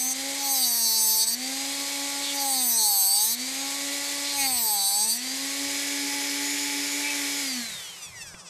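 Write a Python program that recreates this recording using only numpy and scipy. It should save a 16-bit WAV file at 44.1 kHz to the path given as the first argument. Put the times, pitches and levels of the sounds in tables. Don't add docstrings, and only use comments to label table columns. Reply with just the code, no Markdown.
import sys
import numpy as np
from scipy import signal
from scipy.fft import rfft, irfft, next_fast_len
from scipy.io import wavfile
from scipy.ndimage import uniform_filter1d

SR = 44100
rng = np.random.default_rng(int(sys.argv[2]) if len(sys.argv) > 2 else 0)


def int16_out(signal):
    q = np.round(np.clip(np.atleast_2d(signal).T, -1, 1) * 32767)
    wavfile.write(sys.argv[1], SR, q.astype(np.int16))


N = 374409
T = np.arange(N) / SR
HZ = np.fft.rfftfreq(next_fast_len(N), 1 / SR)
MAINS_HZ, FULL_SPEED_HZ, OFF_S = 60, 284, 7.403

# touch_s, home_s, easing_s, lift_s, drag_hz, knock_db, ring_db for each mode group
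PASSES = [ (-0.1, 0.002, 0.115, 0.135, 15.4, -41.5, -38.5, -31, -30, -33.5),
          (0.388, 0.632, 1.167, 1.352, 67.3, -33.5, -25.5, -27.5, -23.5, -24),
          (2.33, 2.817, 3.001, 3.352, 102.4, -30.5, -26, -28.5, -20.5, -23.5),
          (4.314, 4.614, 4.79, 5.18, 103, -31, -27.5, -33, -24, -27.5), ]
# pitch_hz, width_hz, level_db
ROD_MODES = [
    [(3950, 450, -11), (4560, 290, 0), (5260, 300, -14)],
    [(5900, 350, -6), (6300, 430, 0)],
    [(8170, 520, 0), (9430, 900, -12)],
    [(11000, 500, -9), (11780, 650, 0), (12950, 600, -7), (14150, 700, 1)],
]
BEDDING_POWERS = [0.6, 0.32, 0.75, 0.65]
# start_s, end_s, gain_db
SKIPS = [(1.255, 1.276, -5.5), (3.266, 3.282, -2.5), (4.976, 5.054, 0.5)]
# pitch_hz, width_hz, level_db
GUARD_MODES = [(438, 37, -16), (832, 108, 0.5), (1010, 590, -24.5)]
# start_s, end_s, pitch_hz, width_hz, level_db
CATCHES = [(0.979, 1.255, 6200, 200, -26.5), (1.284, 1.305, 4600, 200, -28), (1.327, 1.358, 4640, 200, -27),
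           (2.243, 2.348, 3900, 2408, -32.5), (2.38, 2.44, 4650, 200, -32), (2.554, 2.66, 4550, 600, -26),
           (2.787, 2.88, 4340, 400, -23), (3.056, 3.24, 8170, 350, -20.5), (3.188, 3.25, 4560, 202, -29),
           (3.3, 3.366, 4560, 200, -39), (4.254, 4.376, 4090, 2000, -31), (4.391, 4.478, 2370, 480, -29.5),
           (4.414, 4.478, 4430, 900, -26), (4.504, 4.628, 2450, 808, -39.5),
           (4.663, 4.775, 8200, 349.3, -29), (5.101, 5.16, 4670, 197, -23.5), (7.05, 7.14, 2420, 250, -30)]
# time_s, speed_hz
IDLE_SPEED = [(1.5, 284), (2.3, 281), (2.7, 284), (6.3, 283.3), (6.52, 286.5), (6.9, 284.6), (7.08, 288.8),
              (7.24, 284)]
# time_s, facing
FACING = [(5.3, 0.25), (5.8, 0.72), (6.6, 0.97), (7.4, 0.78), (8.49, 0)]
# behind_db, facing_db, fall_db_per_decade
UNBALANCE_LAW = (-39.5, -30, 66)
BUZZ_LAW = (-46, -35.5, 22)
AIR_LAW = (-30.5, -28.5, 63)
BLADE_LAW = (-49.5, -41.5, 25)
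BRUSH_LAW = (-43.5, -51, 4.5)
# order, behind_db, facing_db, fall_db_per_decade
SHAFT_ORDERS = [(2, -42.5, -54, 190), (3, -42.5, -48, 170), (4, -48, -59, 230), (5, -56, -57, 90),
                (6, -59, -59, 88), (7, -56, -51, 76), (12, -55, -53, 60), (16, -54, -51, 15),
                (24, -53, -46.5, 40)]
# frequency_hz, level_db
AIR_BEHIND = [(30, -40), (70, -18), (150, -17.5), (400, -7), (800, -2), (1350, -9.5), (2100, 1.5),
              (2900, -1), (4100, 8), (5300, 2), (8200, 6), (9800, -4), (11500, -1.5), (14300, -11.5)]
AIR_FACING = [(30, -63), (100, -13), (200, -18), (400, -7), (1300, -8.5), (1900, 4), (2700, 0), (3500, 2.5),
              (5000, 2.5), (5700, 3), (7000, 3), (8700, -2.5), (11000, -2), (14300, -13)]
# pitch_hz, width_hz, level_db
BLADE_FLARES = [(3770, 880, 2), (4660, 400, 4.5)]
# pitch_hz, width_hz, level_db
BRUSH_MODES = [(1870, 1500, -3), (2650, 190, 7.5), (3400, 210, 7), (5080, 1100, 5.5), (5860, 540, 7),
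               (6930, 650, 0.5), (8070, 700, 6.5), (9240, 450, 0.5), (11800, 3600, -8)]
# time_s, gain_db
COASTING_TICKS = [(7.4, 2), (7.55, -1), (7.85, -3), (8.05, 1.5), (8.2, -1.5), (8.27, 4), (8.36, 1),
                  (8.49, -3.5)]
# start_s, end_s, level_db
GRIP_SHIFTS = [(4.4, 4.646, -53), (5.678, 5.754, -57), (7.68, 7.853, -63), (8.094, 8.43, -59.5)]
# start_s, level_db
BUMPS = [(8.342, -34), (8.367, -55)]
# pitch_hz, width_hz, level_db
HOUSING_MODES = [(122.6, 110, 12), (705, 360, 3), (1500, 500, -18), (2400, 700, 0)]
# frequency_hz, level_db
YARD_SPECTRUM = [(25, -29), (60, -9), (130, -6.5), (260, -8), (500, -3), (1100, -0.5), (1600, -8),
                 (2500, -30), (6000, -11), (14000, -23.5)]


def grinding(speed, turns, runout=0.15, fresh_db=-23, bite_db=2.46, stutter_db=2, knock_rise_s=0.14):
    skitter = 0.0021 * wander(340)
    grit = rough_track(turns + skitter, memory_turns=41.6) + amp(fresh_db) * rng.standard_normal(N)
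    grit *= 1 + runout * np.cos(2 * np.pi * turns)
    rings = [amp(bite_db * wander(12)) * steady(colour(grit, resonances(modes))) for modes in ROD_MODES]
    bump, stutter, out = knock(speed, turns), wander(19), np.zeros(N)
    for touch, home, easing, lift, _, knock_db, *ring_db in PASSES:
        press, ease = pressure(touch, home, easing, lift)
        contact = press * ease ** 0.35
        scrape = sum(amp(db) * contact ** power * ring
                     for db, power, ring in zip(ring_db, BEDDING_POWERS, rings))
        scrape *= amp(stutter_db * (1 - press * ease) * stutter)
        knocking = np.clip((T - touch) / knock_rise_s, 0, 1) * ease ** 0.42
        out += scrape + amp(knock_db) * knocking * bump
    return out * amp(sum(db * window(start, end, fade_s=0.015) for start, end, db in SKIPS))


def knock(speed, turns):
    return np.sqrt(2) * sum(amp(db) * peak(k * speed, hz, width) * np.cos(2 * np.pi * k * turns + k ** 2)
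                            for k in range(2, 8) for hz, width, db in GUARD_MODES)


def chatter(turns, fade_s=0.019, sharpness=0.77):
    taps = rough_track(turns, memory_turns=16) * np.exp(sharpness * np.cos(2 * np.pi * turns))
    return sum(amp(db) * window(start, end, fade_s) * steady(colour(taps, peak(HZ, hz, width)))
               for start, end, hz, width, db in CATCHES)


def shaft_speed(start_sag_hz=30, inertia_s=0.182, friction_hz_per_s=178, air_drag_s=6):
    drag = sum(np.minimum(*pressure(*row[:4])) * row[4] for row in PASSES)
    keep = np.exp(-1 / (inertia_s * SR))
    sag = signal.lfilter([1 - keep], [1, -keep], drag) + start_sag_hz * np.exp(-T / inertia_s)
    slowing = np.exp(-np.maximum(T - OFF_S, 0) / air_drag_s)
    return (curve(IDLE_SPEED) - sag) * slowing - friction_hz_per_s * air_drag_s * (1 - slowing)


def shaft(speed, turns, mains_phase, facing, body_hz=248, ripple_db=-14, sway_db=1.8):
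    angle = 2 * np.pi * turns
    lowering = np.clip((7.8 - T) / 0.33, 0, 1)
    hum = level(UNBALANCE_LAW, speed, facing) * peak(speed, body_hz, width_hz=80)
    hum *= amp(sway_db * wander(8.6)) * lowering
    ripple = amp(ripple_db) * facing * window(0, OFF_S) * np.cos(angle + mains_phase)
    out = hum * (np.cos(angle) + ripple)
    for order, *law in SHAFT_ORDERS:
        phase = order * angle + order ** 2 + 0.28 * wander(17)
        waver_db = 1.61 * np.sqrt(order) * wander(5.2)
        out += level(law, speed, facing) * amp(waver_db) * np.cos(phase)
    return np.sqrt(2) * out


def armature(speed, turns, mains_phase, facing, slots=8, throb=1.3, rough_db=1, fade_db_per_s=14):
    pull = np.sqrt(2) * np.cos(2 * np.pi * slots * turns + 0.07 * wander(11))
    housing = peak(HZ, centre_hz=2220, width_hz=830)
    rattle = colour(rough_track(turns, memory_turns=9.3), housing)
    bursts = np.exp(throb * np.cos(mains_phase) * window(0, OFF_S))
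    buzz = steady(colour((pull + amp(rough_db) * rattle) * bursts, housing))
    return level(BUZZ_LAW, speed, facing) * amp(-fade_db_per_s * np.maximum(T - OFF_S, 0)) * buzz


def fan(speed, turns, facing, blades=18, swirl_db=0.66, waver_db=2):
    rush = np.sqrt(1 - facing) * noise(spectrum(AIR_BEHIND))
    rush += np.sqrt(facing) * noise(spectrum(AIR_FACING))
    whine = np.sqrt(2) * np.cos(2 * np.pi * blades * turns + 0.5 * wander(38))
    whine *= amp(waver_db * wander(21))
    rush *= amp(swirl_db * wander(40))
    flare = 1 + sum(amp(db) * peak(blades * speed, hz, width) for hz, width, db in BLADE_FLARES)
    return level(AIR_LAW, speed, facing) * rush + level(BLADE_LAW, speed, facing) * flare * whine


def brushes(speed, turns, facing, bars=8, uneven_db=-9, flutter_db=3.5):
    angle = 2 * np.pi * bars * turns + 0.25 * wander(27)
    ticks = sum(np.cos(k * (angle + rng.uniform(0, 2 * np.pi))) * (k * bars * speed < SR / 2)
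                for k in range(1, 18))
    ticks = steady(ticks) + amp(uneven_db) * rough_track(turns, memory_turns=100)
    ring = colour(ticks, resonances(BRUSH_MODES))
    ring = np.where(T < OFF_S, ring, steady(ring))
    return level(BRUSH_LAW, speed, facing) * amp(curve(COASTING_TICKS) + flutter_db * wander(19)) * ring


def handling(t60_s=0.038, holding_db=-75):
    rub = amp(holding_db) + sum(amp(db) * window(start, end, fade_s=0.071)
                                for start, end, db in GRIP_SHIFTS)
    rumble = noise(resonances([(80, 73, -0.16), (124, 42, -1.8)]))
    blows = sum(amp(db - 60 * np.maximum(T - start, 0) / t60_s) * (T >= start) for start, db in BUMPS)
    return rub * rumble + blows * noise(resonances(HOUSING_MODES))


def yard(wash_db=-54, drone_db=-62, drone_hz=175):
    drone = np.clip((T - OFF_S) / 0.3, 0, 1) * noise(peak(HZ, drone_hz, width_hz=14))
    return amp(wash_db) * noise(spectrum(YARD_SPECTRUM)) + amp(drone_db) * drone


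def pressure(touch, home, easing, lift):
    return np.clip((T - touch) / (home - touch), 0, 1), np.clip((lift - T) / (lift - easing), 0, 1)


def level(law, speed, facing):
    behind_db, facing_db, fall_db = law
    return amp(behind_db + (facing_db - behind_db) * facing + fall_db * np.log10(speed / FULL_SPEED_HZ))


def rough_track(turns, memory_turns, points=160, upsample=4):
    keep = np.exp(-1 / memory_turns)
    bumps = rng.standard_normal((N // 16, points))[:int(turns[-1]) + 2]
    bumps[1:] *= np.sqrt(1 - keep ** 2)
    worn = signal.lfilter([1], [1, -keep], bumps, axis=0)
    track = signal.resample_poly(worn.ravel(), upsample, 1)
    return unit(np.interp(turns * points * upsample, np.arange(len(track)), track))


def amp(db):
    return 10 ** (np.asarray(db) / 20)


def unit(x):
    return x / np.sqrt(np.mean(x ** 2) + 1e-20)


def steady(x, size=1500):
    return x / np.sqrt(abs(uniform_filter1d(uniform_filter1d(x ** 2, size), size)) + 1e-9)


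def curve(points):
    return np.interp(T, *np.transpose(points))


def window(start, end, fade_s=0.0043):
    return np.clip((T - start) / fade_s + 1, 0, 1) * np.clip((end - T) / fade_s, 0, 1)


def peak(hz, centre_hz, width_hz):
    return 1 / (1 + (2 * (hz - centre_hz) / width_hz) ** 2)


def resonances(modes):
    return sum(amp(db) * peak(HZ, hz, width) for hz, width, db in modes)


def spectrum(points):
    hz, db = np.transpose(points)
    return amp(np.interp(np.log(HZ + 1), np.log(hz), db))


def colour(x, gain):
    size = next_fast_len(N)
    return unit(irfft(rfft(x, size) * gain, size)[:N])


def noise(gain):
    return colour(rng.standard_normal(N), gain)


def wander(rate_hz):
    return noise(np.exp(-(HZ / rate_hz) ** 2))


def scene():
    speed = shaft_speed()
    turns = np.cumsum(speed * (1 + 0.00087 * wander(16.5))) / SR
    mains_phase = 4 * np.pi * MAINS_HZ * T
    facing = np.clip(curve(FACING), 0, 1)
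    motor = shaft(speed, turns, mains_phase, facing) + armature(speed, turns, mains_phase, facing)
    motor += fan(speed, turns, facing) + brushes(speed, turns, facing)
    return (motor + grinding(speed, turns) + chatter(turns) + handling() + yard())[None]


def record(dry, threshold_db=-31.5, squeeze=0.35, recovery_db_per_s=100, cutoff_hz=14440):
    power_db = 10 * np.log10(abs(uniform_filter1d(dry[0] ** 2, size=600)) + 1e-12)
    fall_db = recovery_db_per_s * T
    peak_db = np.maximum.accumulate(power_db + fall_db) - fall_db
    over_db = np.maximum(peak_db - threshold_db, 0)
    held = dry * amp(-squeeze * uniform_filter1d(over_db, size=200))
    low_pass = signal.firwin(701, cutoff_hz, window=("kaiser", 8), fs=SR)
    return signal.oaconvolve(held, low_pass[None], "same")


dry = scene()
out = record(dry)
int16_out(out)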